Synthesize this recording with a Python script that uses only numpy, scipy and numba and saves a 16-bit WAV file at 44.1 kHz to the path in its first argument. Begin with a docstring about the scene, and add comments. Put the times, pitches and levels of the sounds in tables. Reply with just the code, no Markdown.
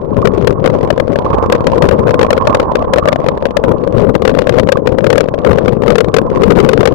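"""At an open window in a driving rainstorm, a phone is held out with its two wet microphone ports in the wind.
Gusts blow across the ports, which ring like small bottles: the left one low, the right one higher.
Drops are decaying sines with a shove and a splash; the strong ones overload into short buzzing ticks.
Spray spatters on the left port as filtered random hits.
Behind them lie the steady coloured noise of the downpour and a thin microphone hiss."""
import sys
import numpy as np
from scipy import signal
from scipy.fft import rfft, irfft, next_fast_len
from scipy.io import wavfile
from scipy.ndimage import uniform_filter1d
from numba import njit

SR = 44100
rng = np.random.default_rng(int(sys.argv[2]) if len(sys.argv) > 2 else 0)


def transcribe(signal):
    """Save signal, clipped to [-1, 1], as a 16-bit WAV file at the path in sys.argv[1]."""
    frames = np.atleast_2d(signal).T
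    limited = np.clip(frames, -1, 1)
    pcm = np.round(limited * 32767).astype(np.int16)
    wavfile.write(sys.argv[1], SR, pcm)


N = 306054

# Pitch of the left port, lower as it fills with water: start_s, pitch_hz
LEFT_PORT_PITCH = [(0, 480), (1.0, 511), (1.9, 491), (2.9, 567), (3.5, 525), (4.2, 496.6), (5.2, 512.6),
                   (6.1, 482.5), (6.55, 421), (6.94, 483)]
LEFT_WIDTH_HZ = 247  # width of the left port's resonance


def left_microphone():
    """The windward port takes most of the gusts and the drops; sloshing water makes its pitch waver."""
    filled_hz = in_time(LEFT_PORT_PITCH)
    port_hz = filled_hz * np.exp(0.056 * drift(25.0))
    thickness = spray_thickness()
    wind = left_wind(port_hz)
    mist = left_spray(thickness, port_hz)
    drops = left_drops(thickness, filled_hz)
    return wind + mist + drops


# Turbulence and blown spray outside the left port: pitch_hz, level_db (per Hz, relative)
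LEFT_EDDY_COLOUR = [(15, -9), (30, -19), (60, -7), (110, -1), (220, -3.5), (350, -8.5), (520, -6.5),
                    (750, -19.5), (1100, -16.5), (2000, -27), (4000, -29), (7000, -43), (15000, -14)]
# Wind on the left port before brief swings, flutter and trim: start_s, level_db
LEFT_WIND_LEVEL = [(0, -17), (0.2, -2.5), (0.45, -8), (1.05, -8), (1.4, -19), (1.88, -1), (2.15, -9),
                   (2.42, -19), (3.0, -11), (3.35, -15), (4.0, -7), (4.5, -11), (5.15, -6), (5.35, -15),
                   (5.65, -5.5), (6.2, -10.5), (6.55, 1.5), (6.94, -8)]


def left_wind(port_hz):
    """Fluttering wind with brief swings on top, blowing across the low port."""
    flutter_db = 1.92 * drift(18)
    level_db = in_time(LEFT_WIND_LEVEL) + brief_swings() + flutter_db
    blown = buffeting(LEFT_EDDY_COLOUR, port_hz, LEFT_WIDTH_HZ, lumpy_db=4.0, lumps_hz=59)
    return from_db(level_db - 2.5) * blown


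# Short gusts and one brief slackening, timed at the middle: start_s, level_db (change there)
WIND_SWINGS = [(3.691, 11.5), (3.99, 7), (4.1, 6.5), (4.34, 6.5), (4.6, 10), (5.04, 5), (5.492, 15.5),
               (5.691, 4), (5.9, 7.5), (6.37, -2), (6.62, 1.5)]
SWING_HALF_S = 0.049  # from the middle to 1/e of the change in dB


def brief_swings():
    """Short gusts and one brief slackening, each a bell-shaped change in dB."""
    t = np.arange(N) / SR
    return sum(db * np.exp(-((t - s) / SWING_HALF_S) ** 2) for s, db in WIND_SWINGS)


# Distinct drops striking the left port, mostly big, before the trim on all drops: start_s, level_db
LEFT_DISTINCT_DROPS = [(0.168, 1.5), (0.254, 19.5), (0.273, 15), (0.448, -4), (0.473, 23.5), (0.507, 4),
                       (0.642, 4), (0.66, 19), (0.675, 11), (0.904, 16.5), (0.978, 5), (1.0, 14),
                       (1.158, 7.5), (1.188, 6.5), (1.254, -1.5), (1.426, 2.5), (1.499, 7.5), (1.524, 23.5),
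                       (1.551, 8), (1.669, 19.5), (1.718, 3), (1.781, 5), (1.823, 17), (1.854, 5),
                       (1.888, 17.5), (1.912, 7.5), (1.923, 3.5), (1.993, 2), (2.092, 8.5), (2.108, 10.5),
                       (2.142, 10), (2.193, 14.5), (2.213, 18.5), (2.23, 17.5), (2.306, 20.5), (2.33, 16),
                       (2.378, 11.5), (2.459, -11), (2.472, 19), (2.548, 19.5), (2.599, 17.5), (2.755, 15),
                       (2.824, -1), (2.936, 20.5), (2.96, 8), (2.976, 2.5), (2.984, 15), (3.056, 6.5),
                       (3.076, 10), (3.086, 18), (3.128, 13), (3.159, 4), (3.264, 6.5), (3.286, 14.5),
                       (3.455, 13), (3.569, 19.5), (3.639, 11), (3.717, 2), (3.982, 6), (3.997, 4.5),
                       (4.152, 14.5), (4.221, 10.5), (4.252, 19.5), (4.277, 19.5), (4.295, 11), (4.35, 6.5),
                       (4.389, 17.5), (4.419, 7.5), (4.471, 11), (4.494, 17), (4.541, 2.5), (4.585, 15),
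                       (4.597, 18), (4.632, 2), (4.689, 18.5), (4.721, 27.5), (4.772, 5), (4.873, 17.5),
                       (4.985, 11.5), (5.043, 12), (5.067, 16.5), (5.103, 19.5), (5.129, 17.5),
                       (5.157, 12.5), (5.18, 22), (5.207, 18.5), (5.286, 3), (5.34, 2), (5.448, 11),
                       (5.465, 3), (5.531, 7), (5.585, 11), (5.659, 3), (5.682, 13), (5.821, 4),
                       (5.836, 5.5), (5.87, 3), (5.88, 16.5), (5.904, 19.5), (5.922, 5), (5.956, 19),
                       (5.983, 23), (6.006, 20.5), (6.045, 4.5), (6.142, 24), (6.166, 23.5), (6.185, 16.5),
                       (6.359, 2), (6.419, 8), (6.435, 23), (6.505, 19.5), (6.521, 9.5), (6.559, 4),
                       (6.587, 14.5), (6.602, 18), (6.648, 11), (6.69, 24.5), (6.733, 19), (6.776, 8.5),
                       (6.807, 18.5), (6.831, 5), (6.856, 23.5), (6.875, 17)]
SMALL_PER_S, SMALL_DB = 22.0, -2  # at mean spray thickness; before the same trim
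DROP_DETUNE = 0.059  # each drop leaves a different plug of water: spread of its ring, as a share of the pitch


def left_drops(thickness, filled_hz):
    """Distinct drops, and small ones at random among them, more often in thick spray."""
    falling = list(LEFT_DISTINCT_DROPS) + small_drops(SMALL_PER_S * thickness, SMALL_DB)
    rows = []
    for s, db in falling:
        hz = filled_hz[int(s * SR)] * np.exp(rng.normal(0, DROP_DETUNE))
        rows.append((s, db, hz))
    drops = strikes(rows, rise_s=0.00045, fall_s=0.0026, glide=0.089, shove_db=-9.5,
                    splash_db=-19.5, splash_s=0.0026, splash_hz=1970)
    return from_db(-1.5) * drops


def small_drops(per_s, level_db):
    """Rows (start_s, level_db) of drops at chance moments, with sizes scattered about a level."""
    moments = np.flatnonzero(rng.random(N) < per_s / SR)
    spread_db = 1.5
    db = level_db + spread_db * rng.standard_normal(N)
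    return [(i / SR, db[i]) for i in moments]


def strikes(rows, rise_s, fall_s, glide, shove_db, splash_db, splash_s, splash_hz):
    """Each drop (start_s, level_db, pitch_hz) shoves the air, rings the port and bursts with a splash."""
    lead = SR // 50
    out = np.zeros(N + SR)
    t = np.arange(-lead, 4 * lead) / SR
    since = np.maximum(t, 0)
    swell = 2 / (1 + np.exp(np.minimum(-t / rise_s, 50)))
    bass = signal.butter(2, [90, 280], "band", fs=SR, output="sos")
    # water thrown up by the burst falls back as a faint longer tail
    scatter_db, scatter_s = -40, 0.012
    splashing = np.exp(-since / splash_s) + from_db(scatter_db) * np.exp(-since / scatter_s)
    for s, db, hz in rows:
        phase = rng.random()
        bend = rng.normal(0, glide)
        cycles = hz * (t + bend * fall_s * np.tanh(t / fall_s))  # the spreading drop bends the pitch
        tone = np.sin(2 * np.pi * (cycles + phase))
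        shove = rms_one(signal.sosfilt(bass, rng.standard_normal(len(t))))
        ring = (tone + from_db(shove_db) * shove) * np.exp(-since / fall_s)
        splash = rms_one(low_pass(rng.standard_normal(len(t)), splash_hz, order=2)) * splashing
        start = max(round(s * SR), 0)
        out[start:start + len(t)] += from_db(db) * swell * (ring + from_db(splash_db) * splash)
    return out[lead:lead + N]


# Thickness of the blown spray; only its swing about the mean counts: start_s, level_db
SPRAY_LEVEL = [(0.0, -59.5), (0.67, -44), (1.0, -50.5), (1.37, -46), (2.16, -46), (2.84, -57.5),
               (3.19, -44.5), (3.73, -59.5), (4.39, -40.5), (4.79, -56.5), (5.14, -41.5), (5.84, -51.5),
               (6.18, -63.5), (6.43, -42), (6.61, -35.5), (6.94, -51.5)]


def spray_thickness():
    """Gain of the spray about its mean in dB, taking only a share of the swing."""
    level_db = in_time(SPRAY_LEVEL)
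    share = 0.4
    return from_db(share * (level_db - level_db.mean()))


def left_spray(thickness, port_hz):
    """Spray on the left port grows both denser and louder as it thickens."""
    mist = spray(port_hz, LEFT_WIDTH_HZ, per_s=220 * thickness, spread_db=30.0,
                 spatter_db=-22.5, spatter_hz=3300)
    return from_db(-21.5) * thickness * mist


def spray(port_hz, width_hz, per_s, spread_db, spatter_db, spatter_hz):
    """Fine droplets land in flurries: each pushes softly on the port and spatters for about a millisecond."""
    sizes = from_db(spread_db * rng.random(N)) * rng.choice([-1, 1], N)
    flurries = from_db(7.0 * drift(20))
    landed = rng.random(N) < per_s * flurries / SR
    hits = sizes * landed + 1e-18
    push = rms_one(port(low_pass(hits, 1600, order=2), port_hz, width_hz))
    decay_s = 0.00054
    envelope = signal.lfilter([1], [1, -np.exp(-1 / (decay_s * SR))], hits)
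    spatter = low_pass(envelope * rng.standard_normal(N), spatter_hz, order=3)
    return push + from_db(spatter_db) * rms_one(spatter)


RIGHT_PORT_HZ, RIGHT_WIDTH_HZ = 1067, 116  # middle pitch, and width of the resonance


def right_microphone():
    """The sheltered port stays clearer and rings about an octave higher, in a hollow rush that comes and goes."""
    port_hz = RIGHT_PORT_HZ * np.exp(0.042 * drift(4.1))
    return right_wind(port_hz) + right_drops()


# Turbulence and blown spray outside the right port: pitch_hz, level_db (per Hz, relative)
RIGHT_EDDY_COLOUR = [(15, -24), (30, -17), (60, 6), (120, 1), (250, -2.5), (500, -4.5), (800, -11),
                     (1100, -16.5), (1600, -22.5), (2500, -33.5), (5000, -40), (10000, -42.5), (15000, -22)]
# Wind on the right port before flutter and trim: start_s, level_db
RIGHT_WIND_LEVEL = [(0, -26.5), (0.8, -21), (1.08, -27), (1.3, -10.5), (1.5, -15.5), (1.78, -16.5),
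                    (2.55, -14), (3.1, -19.5), (3.95, -24), (4.35, -28.5), (4.9, -27), (5.15, -31),
                    (5.45, -22), (5.65, -28), (6.0, -32.5), (6.28, -15.5), (6.48, -27.5), (6.94, -23.5)]


def right_wind(port_hz):
    """Fluttering wind across the higher port, strongest in a lull of the left one."""
    flutter_db = 2.45 * drift(18)
    level_db = in_time(RIGHT_WIND_LEVEL) + flutter_db
    blown = buffeting(RIGHT_EDDY_COLOUR, port_hz, RIGHT_WIDTH_HZ, lumpy_db=3.0, lumps_hz=62)
    return from_db(level_db + 1.03) * blown


# Distinct drops striking the right port, before the trim on all of them: start_s, level_db
RIGHT_DISTINCT_DROPS = [(0.229, -1.5), (1.265, 1.5), (1.332, 1), (1.386, 0.5), (2.248, 1), (2.414, -2.5),
                        (2.529, 1), (2.884, -9), (3.028, -1.5), (4.758, -2.5), (5.468, -5), (6.375, -2.5)]


def right_drops():
    """A few drops ring the right port at its middle pitch, with hardly any splash."""
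    rows = [(s, db, RIGHT_PORT_HZ) for s, db in RIGHT_DISTINCT_DROPS]
    drops = strikes(rows, rise_s=0.0017, fall_s=0.0022, glide=0.045, shove_db=-8.5,
                    splash_db=-44, splash_s=0.0015, splash_hz=1500)
    return from_db(-1.0) * drops


def buffeting(eddies, port_hz, width_hz, lumpy_db, lumps_hz):
    """Eddies arrive in lumps and blow across a port; the mean force over a tenth of a second is steady."""
    lumps = from_db(lumpy_db * drift(lumps_hz))
    blown = port(noise(eddies) * lumps, port_hz, width_hz)
    return blown / np.sqrt(uniform_filter1d(blown ** 2, size=SR // 10) + 1e-12)


def port(pressure, hz, width_hz):
    """The air plug in a port passes the bass, rings at its own pitch and damps the treble."""
    angle = 2 * np.pi * hz / SR * np.ones(N)
    return two_pole(pressure, angle, np.exp(-np.pi * width_hz / SR))


@njit
def two_pole(x, angle, r):
    """Resonant low-pass with a moving centre, gain 1 in the deepest bass."""
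    y = np.zeros(len(x))
    for i in range(2, len(x)):
        a = 2 * r * np.cos(angle[i])
        y[i] = (1 - a + r * r) * x[i] + a * y[i - 1] - r * r * y[i - 2]
    return y


# Colour of the rain falling all around: pitch_hz, level_db (per Hz, relative)
RAIN_COLOUR = [(100, 16.5), (500, 14), (1200, -13), (2500, -22.5), (5000, -38), (9000, -30), (16000, -42)]


def downpour():
    """The rain all around merges into steady noise, independent at each microphone."""
    return from_db(-48) * np.array([noise(RAIN_COLOUR), noise(RAIN_COLOUR)])


# Colour of the microphones' own thin hiss: pitch_hz, level_db (per Hz, relative)
HISS_COLOUR = [(100, -7), (9000, -13.5), (12500, 5), (16000, -8.5)]


def microphone_hiss():
    """Steady self-noise, a little stronger on the left."""
    return from_db([[-68], [-73]]) * np.array([noise(HISS_COLOUR), noise(HISS_COLOUR)])


def noise(spectrum):
    """Noise of unit rms, coloured by a curve of dB over log frequency."""
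    hz, db = np.transpose(spectrum)
    size = next_fast_len(N)
    bins = np.maximum(np.fft.rfftfreq(size, 1 / SR), 1)
    colour = from_db(np.interp(np.log(bins), np.log(hz), db))
    return rms_one(irfft(rfft(rng.standard_normal(size)) * colour, size)[:N])


def drift(rate_hz):
    """Random wander of unit rms, slow or fast as rate_hz sets: noise through a double pole there."""
    step = 40  # samples between the computed points
    r = np.exp(-2 * np.pi * rate_hz * step / SR)
    settle = 2000
    white = rng.standard_normal(N // step + settle + 2)
    wander = signal.lfilter([1], [1, -2 * r, r * r], white)[settle:]
    return np.interp(np.arange(N) / step, np.arange(len(wander)), rms_one(wander))


def low_pass(x, hz, order):
    """Butterworth low-pass."""
    return signal.sosfilt(signal.butter(order, min(hz, SR / 2 - 1), fs=SR, output="sos"), x)


def in_time(rows):
    """A curve of (start_s, value) rows, sample by sample."""
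    s, value = np.transpose(rows)
    return np.interp(np.arange(N) / SR, s, value)


def from_db(db):
    """Decibels to gain."""
    return 10 ** (np.asarray(db) / 20)


def rms_one(x):
    """Scale to unit rms."""
    return x / np.sqrt(np.mean(x ** 2) + 1e-20)


def scene():
    """Two ports in the fluttering wind over the steady rush of the downpour."""
    ports = np.array([left_microphone(), right_microphone()])
    return ports + downpour() + microphone_hiss()


def record(dry):
    """The microphones overload with a narrow knee and fizz while pinned; the top is softened and cut."""
    knee = 16.3  # exponent: higher is a sharper corner
    squared_off = dry / (1 + np.abs(dry) ** knee) ** (1 / knee)
    pinned = np.tanh(np.abs(dry - squared_off) / 1.05)
    fizz = from_db(-31.5) * pinned * rng.standard_normal(dry.shape)
    softened = low_pass(squared_off, 8500, order=1) + fizz
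    top_cut = signal.ellip(8, 0.1, 60, 16000, fs=SR, output="sos")
    return signal.sosfilt(top_cut, softened)


dry = scene()
out = record(dry)
transcribe(out)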